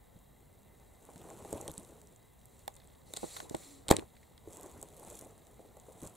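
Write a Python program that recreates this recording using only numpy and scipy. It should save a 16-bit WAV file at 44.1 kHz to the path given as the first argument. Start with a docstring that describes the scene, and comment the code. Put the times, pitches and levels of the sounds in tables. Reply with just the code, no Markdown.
"""A quiet room, a small camera's microphone close to a woven rope basket where kittens scuffle.
Paws tap the basket, bodies press the weave until it groans, fur brushes, fibres crackle and
claws tick. For a while a hand handles the camera: fingers slide on its shell, with wide-sounding
bumps, clicks and one hard knock. Under it all lie room tone and the faint ticking
of the camera's focus motor."""
import sys
import numpy as np
from scipy import signal
from scipy.io import wavfile
from scipy.ndimage import uniform_filter1d

SR = 44100
rng = np.random.default_rng(int(sys.argv[2]) if len(sys.argv) > 2 else 0)


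def store_pcm(level_fs):
    """Save levels as 16-bit WAV."""
    pcm = np.round(np.clip(level_fs, -1, 1) * 32767).astype(np.int16)
    wavfile.write(sys.argv[1], SR, np.atleast_2d(pcm).T)


N = 271775

# soft thuds, paws on the basket and handling bumps on the camera:
# (time [s], peak [dB], centre [Hz], loss one octave off the centre [dB])
THUDS = [(0.158, -48, 161, 9), (1.0887, -44, 678, 8), (1.1586, -44, 188, 11), (1.2401, -47, 360, 0),
         (1.3084, -43, 630, 5), (1.4047, -44.5, 540, 8), (1.449, -39, 580, 11), (1.528, -25.5, 420, 14),
         (1.54, -38, 95, 10), (1.5553, -36, 376, 15), (1.5692, -40, 436, 11), (1.6024, -37.5, 580, 9),
         (1.6689, -42, 462, 17), (1.6829, -35, 435, 6), (1.6962, -38.5, 120, 1), (1.7795, -41, 156, 13),
         (1.92, -45.5, 425, 10), (2.6782, -35, 812, 19), (3.1373, -40, 780, 2), (3.1714, -40, 845, 2.5),
         (3.2304, -34.5, 494, 4.5), (3.24, -31, 413, 4), (3.366, -46, 1200, 13), (3.4013, -38.5, 1120, 8.5),
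         (3.428, -46, 300, 7), (3.5102, -36.5, 318, 6), (3.5451, -29.5, 450, 3.5), (3.888, -30.5, 453, 1),
         (3.9043, -19, 660, 12), (3.9173, -20, 494, 10), (3.926, -21.5, 791, 9.5), (3.939, -29, 269, 9),
         (3.96, -39, 296, 5), (3.9847, -32, 317, 15), (4.0228, -44, 446, 4), (4.474, -45.5, 90, 14),
         (4.4745, -38.5, 426, 28), (4.6592, -45.5, 425, 11), (4.8274, -41, 559, 6), (5.0015, -47, 486, 13),
         (5.0285, -44, 800, 10), (5.2609, -43, 520, 15), (5.5945, -44, 457, 23), (5.6498, -48.5, 445, 14),
         (5.7692, -46, 670, 12), (5.8846, -44.5, 540, 37), (5.8985, -49, 530, 46), (5.91, -52, 530, 46),
         (6.0264, -36, 239, 8), (6.0402, -42, 390, 3), (6.0584, -44, 96, 7)]
# the modes that the thuds ring: (frequency [Hz], level [dB], t60 [s])
THUD_MODES = [(93.2, -3.5, 0.12), (169.3, 0., 0.082), (250, -1.5, 0.071), (326.6, -2, 0.095),
              (432, 0., 0.061), (525, -0.5, 0.058), (636, -2, 0.056), (802, 1., 0.056), (1083, -2.5, 0.049),
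              (1450, -4.5, 0.043)]
# the knock: (time [s], pulse [dB], length [ms], rebound [dB], length [ms], thump [dB], pitch [Hz], t60 [s])
SHELL_KNOCK = (3.9126, -1.5, 0.95, -18, 1.9, -31, 93.5, 0.17)
# claw taps, fibre snaps, camera handling clicks and two focus motor steps: (time [s], main port peak [dB],
# top port offset [dB], middle port offset [dB], low port offset [dB], energy decay time [ms])
TICKS = [(0.19, -52.5, -5, -32, -28, 0.2), (1.052, -45.5, -5, -19, -28, 0.16),
         (1.159, -46, -13, -11, -9, 0.27), (1.1791, -44.5, -19, -12, -29, 0.2),
         (1.3021, -42, -14, -16, -8, 0.27), (1.4486, -46, -9, -6, -7, 0.24),
         (1.5281, -30, -7, -21, -17, 0.59), (1.603, -54, -17, -7, -10, 0.22),
         (1.6125, -33, -8, -36, -31, 0.29), (1.6787, -30, -13, -6.5, -14, 0.61),
         (1.6963, -48, -19, 0, -18, 0.2), (1.708, -45, -10, -4, -13, 0.39),
         (1.7156, -42, 5.5, -12, -20, 0.22), (1.751, -49, -22, -15, -29, 0.3),
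         (1.7743, -48, -14, 0, -26, 0.2), (1.7792, -28.5, -14, -17.5, -40, 0.21),
         (1.832, -48, -15, -21, -32, 0.2), (1.8485, -50, -21, -4, -24, 0.6),
         (2.0157, -47.5, -4, -16, -11, 0.4), (2.0721, -45.5, -16, -36, -30, 0.26),
         (2.1612, -47, -14, -14, -34, 0.28), (2.3918, -53, -15, -29, -29, 0.36),
         (2.4561, -48, 0, -27, -36, 0.2), (2.6783, -33.5, -3, -1.5, -4.5, 0.75),
         (2.7407, -48, -19, -29, -29, 0.8), (2.7534, -45.5, -14, -26, -27, 0.3),
         (2.765, -42.5, -10, -22, -24, 0.18), (2.874, -45.5, -20, -20, -25, 0.19),
         (3.1369, -31, -2, -3, -15.5, 0.55), (3.1645, -29, -11, -5.5, -17, 1.5),
         (3.1704, -27.5, -17, -8, -18, 0.73), (3.365, -50, 4, 12.5, 9.5, 0.97),
         (3.3708, -41, -2, 2, -5, 0.93), (3.4022, -44.5, -11, 9, 7, 0.42),
         (3.4959, -36.5, -13, -8.5, -14, 0.73), (3.548, -31.5, -10, -6, -7, 0.55),
         (3.5669, -37.5, -10, -30, -33, 0.27), (3.8831, -24.5, -24, -2, -15, 0.57),
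         (3.8898, -27, -5, -3, -7, 0.56), (3.901, -42, 4, 14.5, 5, 0.81),
         (3.9038, -23.5, -17, -13, -11, 1.4), (3.9093, -15, -9, -4, -14, 2), (3.9123, -14, 0, -1, -1, 0.31),
         (3.9224, -29, -6, -1, 1, 1.1), (3.9356, -41, -17, 2, 1, 1.1), (3.9407, -42, -13, -10, -4, 0.72),
         (3.961, -57, -15, 0, 13, 0.95), (3.9664, -17.5, -21, -7, -16, 0.25), (3.987, -46, -10, 4, 1, 0.49),
         (3.9938, -42.5, -14, 1.5, 5.5, 0.45), (4.1659, -61, -16, 2, 7.5, 1.7),
         (4.2292, -63, -19.5, 0, 9, 2.8), (4.3781, -49.5, -19, 0.5, -7, 0.56),
         (4.526, -42.5, -13, -20, -31, 0.44), (4.532, -37.5, -15, -33, -35, 0.18),
         (4.5705, -38.5, -1, -37, -37, 0.27), (4.6109, -41, -4, -32, -30, 0.2),
         (4.6318, -39, -2, -18, -35, 0.34), (4.6618, -43, -6, -18, -27, 0.2),
         (4.8146, -38, -2, -24, -28, 0.17), (4.8277, -30.5, -5, -23, -33, 0.25),
         (4.967, -46.5, 5, -28, -23, 0.23), (4.9972, -45, 4, -18, -22, 0.18),
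         (5.0493, -40, -13, -26, -28, 0.31), (5.1008, -38, -3, -32, -33, 0.3),
         (5.1272, -44, -8, -24, -19, 0.36), (5.153, -38, -13, -29, -26, 0.37),
         (5.1915, -42, 1, -15, -15, 0.5), (5.2116, -38, -17, -35, -29, 0.3),
         (5.2478, -47, -8, -20, -16, 0.3), (5.379, -49.5, -18, -34, -30, 0.3),
         (5.4688, -50, -10, -9, -30, 0.3), (5.769, -50, -3, -16, -19, 0.3),
         (5.799, -43, -19, -14, -30, 0.34), (6.0182, -41, -23, -27, -28, 0.2),
         (6.033, -40, -8, -25, -13, 0.2), (6.0655, -38.5, -16, -22, -28, 0.54),
         (6.0735, -41, 0, -31, -30, 0.3)]
# microphone ports, main, top, middle and low: (centre [Hz], width [Hz], left-right likeness [-1..1])
MIC_PORTS = [(7880, 2470, 1), (10800, 4600, .2), (3790, 1200, 0.98), (2015, 950, 0.84)]
# movement in the basket: (time [s], shuffle level [dB], crackle level [dB])
MOVEMENT = [(0, -71, -80), (0.6, -71.5, -78), (1.0, -66, -72), (1.2, -55.5, -64.5), (1.45, -53.5, -63.5),
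            (1.55, -49.5, -58), (1.75, -56, -61.5), (2.0, -63, -70), (2.3, -76, -78), (2.65, -65, -70.5),
            (3.05, -66.5, -76), (3.2, -59, -65), (3.55, -57, -72), (3.86, -63, -78), (3.93, -37, -73),
            (4.02, -53, -67), (4.09, -71.5, -73), (4.42, -67, -77), (4.53, -58, -59.5),
            (4.68, -53.5, -64.5), (4.78, -56.5, -65), (4.92, -59, -68), (5.1, -53.5, -56.5),
            (5.22, -57.5, -60.5), (5.35, -63, -73), (5.7, -64.5, -73.5), (6.0, -62.5, -66),
            (6.05, -51.5, -56.5), (6.12, -60.5, -66)]
# fingers sliding on the camera body, a swelling hiss: (fastest moment [s], swell [s], fade [s], level [dB])
FINGER_SLIDES = [(2.6, 0.13, 0.063, -71.5), (3.09, 0.057, 0.066, -66), (3.19, 0.1, 0.16, -54),
                 (3.36, .22, 0.14, -51), (3.54, 0.081, 0.11, -60), (3.62, 0.09, 0.26, -56.5),
                 (4.25, 0.13, 0.1, -77)]
# spectra of bodies, fur and fingers, fibres and room tone: (frequency [Hz], relative density [dB])
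SHUFFLE_SPECTRUM = [(35, -35), (60, -1), (112, -2), (136, -6), (205, -3), (279, -3.5), (430, -0.5),
                    (760, -5), (1090, -11), (1640, -23), (3000, -27), (3900, -49.5), (6600, -120)]
BRUSH_SPECTRUM = [(710, -40.5), (1200, -10), (1350, -11), (1500, -20), (1920, -8.5), (3020, -15.5),
                  (4070, -2), (5210, -14), (5550, -8), (6590, -7), (7420, -1), (8440, -3.5), (10800, -9),
                  (12500, -16), (15500, -18)]
FIBRE_SPECTRUM = [(1470, -40), (2500, -8), (2830, -16.5), (3420, -6), (3990, -11.5), (4970, -20),
                  (7020, -1.5), (7930, -0.5), (10900, -4.5), (15500, -19.5)]
AIR_SPECTRUM = [(12, -47), (20, -18), (40, -10.5), (59, 4), (83, -15), (106, -5), (238, -10.5),
                (315, -19.5), (416, -14), (858, -18), (1460, -32.5), (2090, -29), (2540, -38.5),
                (3860, -33.5), (4960, -42), (15500, -29.5)]
# the weave's groan: (time [s], level [dB], pitch [Hz])
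WEAVE_GROAN = [(3.6, -77, 280), (3.66, -61, 281.6), (3.72, -57, 285), (3.79, -62, 278), (3.85, -73, 273)]
# the focus motor, louder while it hunts: (time [s], level [dB])
MOTOR_LEVELS = [(0, -88.5), (2.1, -84), (2.72, -79.5), (2.79, -72), (3.1, -82), (3.2, -82), (4.1, -80),
                (4.2, -76), (4.35, -82.5), (6.16, -80.5)]
# narrow peaks and microphone resonances colouring the room hiss: (centre [Hz], width [Hz], lift [dB])
HISS_RESONANCES = [(55.7, 19, 1.5), (112, 13, 2.5), (163.4, 12, 3), (1830, 71, 6), (2034, 76, 9.5),
                   (2750, 100, 9.5), (3266, 75, 8), (3870, 250, 7), (7840, 1900, 5)]
# stereo image from in front, via the shell, of room tone: (frequency [Hz], left-right likeness [-1..1])
FRONT_IMAGE = [(60, 0.64), (180, 0.84), (550, 0.95), (1650, 1), (4970, 1), (15000, 0.72)]
SHELL_IMAGE = [(60, 0.31), (180, -0.15), (550, 0.16), (1650, 0.79), (4970, 1), (15000, 0.52)]
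AIR_IMAGE = [(60, 0.93), (130, 0.47), (290, -0.09), (640, -0.41), (1410, 0.95), (3100, 1), (6820, 1),
             (15000, 0.054)]
# the room's decay: (frequency [Hz], t60 [s])
ROOM_DECAY = [(100, 0.15), (500, 0.16), (2000, 0.17), (8000, 0.092)]

TOUCH_FROM_S, TOUCH_TO_S = 2.66, 4.06  # a hand on the camera
PAW_RING_SHARE, SHELL_RING_SHARE = 0.57, 0.43  # of the free decay time
TICK_PAN_DB, SHELL_TICK_PAN_DB = -1.3, 1  # left over right
FUR_UNDER_DB = -15  # against the bodies' shuffle
STEP_ALIGN_S, STEPS_PER_S = 2.7833, 59.94  # focus motor
STEP_DECAY_MS, STEP_SPREAD_DB, STEP_LOW_PORT_DB = 4.1, 3.5, -5.5
AIR_DB, BAND_LIMIT_HZ = -61, 15750


def soft_thuds():
    """A paw on the basket or a hand on the camera rings damped modes near the thud's centre."""
    out, t = np.zeros((2, N)), np.arange(3500) / SR
    for s, db, centre, focus_db in THUDS:
        on_shell = touching(s)
        ring_share = SHELL_RING_SHARE if on_shell else PAW_RING_SHARE
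        # modes start nearly in step in the shared part, at random in the part that gives width
        phases = (rng.random((2, len(THUD_MODES))) - .5) * [[.35], [1]]
        parts = np.zeros((2, len(t)))
        for (hz, mode_db, t60), phase in zip(THUD_MODES, phases.T):
            loss_db = focus_db * np.log2(hz / centre) ** 2 + 60 * t / (t60 * ring_share)
            parts += gain_of(mode_db - loss_db) * np.sin(2 * np.pi * (hz * t + phase[:, None]))
        attack = 1 - np.exp(-t / 0.0014)
        thud = stereo(*parts, likeness=-.25 if on_shell else .96) * attack
        place(out, s, at_peak(thud, db), pan_db=-2.2 if on_shell else .8)
    return out


def shell_knock():
    """One hard blow on the camera, dead centre: a suction pulse, its rebound and a low dying thump."""
    s, pulse_db, pulse_ms, rebound_db, rebound_ms, thump_db, hz, t60 = SHELL_KNOCK
    out, t = np.zeros((2, N)), np.arange(8000) / SR
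    place(out, s, -gain_of(pulse_db) * half_sine(pulse_ms))
    place(out, s + pulse_ms / 1000, gain_of(rebound_db) * half_sine(rebound_ms))
    place(out, s, -gain_of(thump_db - 60 * t / t60) * np.sin(2 * np.pi * hz * t))
    return out


def sharp_ticks():
    """A short burst of cracks rings the microphone ports; duller snaps favour the lower ones."""
    out, t = np.zeros((2, N)), np.arange(800) / SR
    attack = 1 - np.exp(-t / .00015)
    for s, db, *offsets_db, ms in TICKS:
        burst = rng.standard_normal((2, len(t))) * np.exp(-500 * t / ms) * attack
        pan_db = SHELL_TICK_PAN_DB if touching(s) else TICK_PAN_DB
        for (hz, width, likeness), offset_db in zip(MIC_PORTS, [0] + offsets_db):
            tick = stereo(*port_ring(burst, hz, width), likeness)
            place(out, s, at_peak(tick, db + offset_db), pan_db)
    return out


def body_shuffle():
    """Bodies press the weave in uneven lumps."""
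    rub = patchy_noise(lambda hz: at_hz(SHUFFLE_SPECTRUM, hz), patchy_db=2.4)
    pressure = unit_rms(2.0 + contacts(per_s=140, spread_db=1.8, decay_ms=6.2))
    return fader(MOVEMENT) * rub * pressure


def fur_and_fingers():
    """Fur hisses smoothly as the bodies move; fingers sliding on the camera add swells of hiss."""
    t = np.arange(N) / SR
    power = (gain_of(FUR_UNDER_DB) * fader(MOVEMENT)) ** 2
    for s, swell, fade, db in FINGER_SLIDES:
        speed = np.sin(np.interp(t, [s - swell, s, s + fade], [0, np.pi / 2, 0]))
        power += gain_of(db) ** 2 * speed ** 3.5
    return np.sqrt(power) * patchy_noise(lambda hz: at_hz(BRUSH_SPECTRUM, hz), patchy_db=2.2, size=512)


def fibre_crackle():
    """Rope fibres let go in tiny clicks."""
    hiss = patchy_noise(lambda hz: at_hz(FIBRE_SPECTRUM, hz), patchy_db=2.1, size=256)
    slips = unit_rms(1.15 + contacts(per_s=240, spread_db=3.6, decay_ms=0.58))
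    return fader(MOVEMENT, column=2) * hiss * slips


def weave_groan():
    """The weave groans under load: one faint, wavering tone."""
    s, db, hz = np.transpose(WEAVE_GROAN)
    out, t = np.zeros((2, N)), np.arange(s[0], s[-1], 1 / SR)
    waver = 1 + 0.034 * unit_rms(uniform_filter1d(rng.standard_normal(len(t)), size=500))
    phase = 2 * np.pi * np.cumsum(np.interp(t, s, hz) * waver) / SR
    place(out, s[0], gain_of(np.interp(t, s, db)) * np.sin(phase))
    return out


def focus_motor():
    """Each motor step is a short rattle in the middle and low ports, alike on both sides."""
    t = np.arange(N) / SR
    steps = (t - STEP_ALIGN_S) * STEPS_PER_S + 400  # the offset keeps the count positive
    strength = gain_of(STEP_SPREAD_DB * rng.standard_normal(800))[steps.astype(int)]
    decay = np.exp(-1000 * (steps % 1) / (STEPS_PER_S * STEP_DECAY_MS))
    rattle = strength * decay * rng.standard_normal(N)
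    middle, low = (unit_rms(port_ring(rattle, hz, width)) for hz, width, _ in MIC_PORTS[2:])
    return fader(MOTOR_LEVELS) * (middle + gain_of(STEP_LOW_PORT_DB) * low)


def room_reflections(x):
    """Sparse echoes of random sign, different on each side; each band dies at its own speed."""
    echoes = np.zeros((2, SR // 2))
    slots = np.arange(160, SR // 2 - 20, 20)
    arrivals = slots + rng.integers(0, 20, (2, len(slots)))
    np.put_along_axis(echoes, arrivals, rng.choice([-1., 1.], arrivals.shape), 1)
    hz, t, spectra = signal.stft(echoes, SR, nperseg=256)
    decay = gain_of(-60 * t / at_hz(ROOM_DECAY, hz)[:, None])
    tail = signal.istft(spectra * decay, SR, nperseg=256)[1]
    return signal.fftconvolve(x, tail / np.linalg.norm(tail[0]), axes=1)[:, :N]


def room_tone():
    """Low rumble and hiss, coloured by narrow peaks and microphone resonances."""
    def spectrum_db(hz):
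        peaks = sum(db * np.exp(-(2 * (hz - centre) / width) ** 2) for centre, width, db in HISS_RESONANCES)
        return at_hz(AIR_SPECTRUM, hz) + peaks
    air = patchy_noise(spectrum_db, patchy_db=0.99, size=2048, image=AIR_IMAGE, touch_image=AIR_IMAGE)
    return gain_of(AIR_DB) * air


def patchy_noise(spectrum_db, patchy_db, size=1024, image=FRONT_IMAGE, touch_image=SHELL_IMAGE):
    """Stereo noise with drifting spectral patches, rms 1; takes touch_image during handling."""
    frames, hz = 4 * N // size + 5, np.fft.rfftfreq(size, 1 / SR)
    a, b, c, d, patches = rng.standard_normal((frames, len(hz), 5)).T
    patches = uniform_filter1d(patches, size=8, axis=0)  # across frequency
    patches = unit_rms(uniform_filter1d(patches, size=6, axis=1))  # across time
    on_shell = touching(np.arange(frames) * size / (4 * SR))
    likeness = np.where(on_shell, at_hz(touch_image, hz)[:, None], at_hz(image, hz)[:, None])
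    colour = gain_of(spectrum_db(hz)[:, None] + patchy_db * patches)
    spectra = stereo(a + 1j * b, c + 1j * d, likeness) * colour
    return unit_rms(signal.istft(spectra, nperseg=size, noverlap=3 * size // 4)[1][:, :N])


def contacts(per_s, spread_db, decay_ms):
    """Envelope of scattered, dying contacts of uneven strength, rms 1."""
    strength = gain_of(spread_db * np.minimum(rng.exponential(1, N), 4))
    hits = strength * (rng.random(N) < per_s / SR)
    return unit_rms(signal.lfilter([1], [1, -np.exp(-1000 / (decay_ms * SR))], hits))


def port_ring(x, hz, width):
    """A microphone port: two passes through a two-pole resonance of gain 1."""
    b, a = signal.iirpeak(hz, hz / width, SR)
    return signal.lfilter(b, a, signal.lfilter(b, a, x))


def touching(s):
    """True while the hand is on the camera's shell."""
    return (s > TOUCH_FROM_S) & (s < TOUCH_TO_S)


def half_sine(ms):
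    """One smooth push lasting ms."""
    t = np.arange(400) / SR
    return np.sin(np.pi * np.minimum(1000 * t / ms, 1))


def stereo(a, b, likeness):
    """Two channels of a given likeness from two unrelated signals."""
    return np.array([a, likeness * a + np.sqrt(1 - likeness ** 2) * b])


def place(mix, s, sound, pan_db=0):
    """Adds a sound at time s; a positive pan leans left."""
    part = mix[:, round(s * SR):][:, :sound.shape[-1]]
    part += gain_of([[pan_db / 2], [-pan_db / 2]]) * sound[..., :part.shape[1]]


def fader(table, column=1):
    """Gain at every sample from a table of times and levels."""
    columns = np.transpose(table)
    return gain_of(np.interp(np.arange(N) / SR, columns[0], columns[column]))


def at_hz(table, hz):
    """Reads a table on a log-frequency axis."""
    frequencies, values = np.transpose(table)
    return np.interp(np.log(hz + 1), np.log(frequencies + 1), values)


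def at_peak(sound, db):
    """Scales a stereo sound so that its mid signal peaks at db."""
    return gain_of(db) * sound / abs(sound.mean(axis=0)).max()


def unit_rms(x):
    """Scales to rms 1."""
    return x / np.sqrt(np.mean(x ** 2) + 1e-20)


def gain_of(db):
    """Decibels to gain."""
    return 10 ** (np.asarray(db) / 20)


def scene():
    """Basket and handling up close, with a little of the room behind the sharp sounds."""
    ticks, thuds, knock = sharp_ticks(), soft_thuds(), shell_knock()
    room = room_reflections(gain_of(-22.0) * ticks + gain_of(-19.5) * thuds + gain_of(-28.0) * knock)
    rustle = body_shuffle() + fur_and_fingers() + fibre_crackle()
    return thuds + knock + ticks + rustle + weave_groan() + room + room_tone() + focus_motor()


def record(dry):
    """The camera clips at full scale, then cuts the highest treble."""
    lowpass = signal.firwin(511, BAND_LIMIT_HZ, window=("kaiser", 9), fs=SR)
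    return signal.oaconvolve(np.clip(dry, -1, 1), lowpass[None], "same")


dry = scene()
out = record(dry)
store_pcm(out)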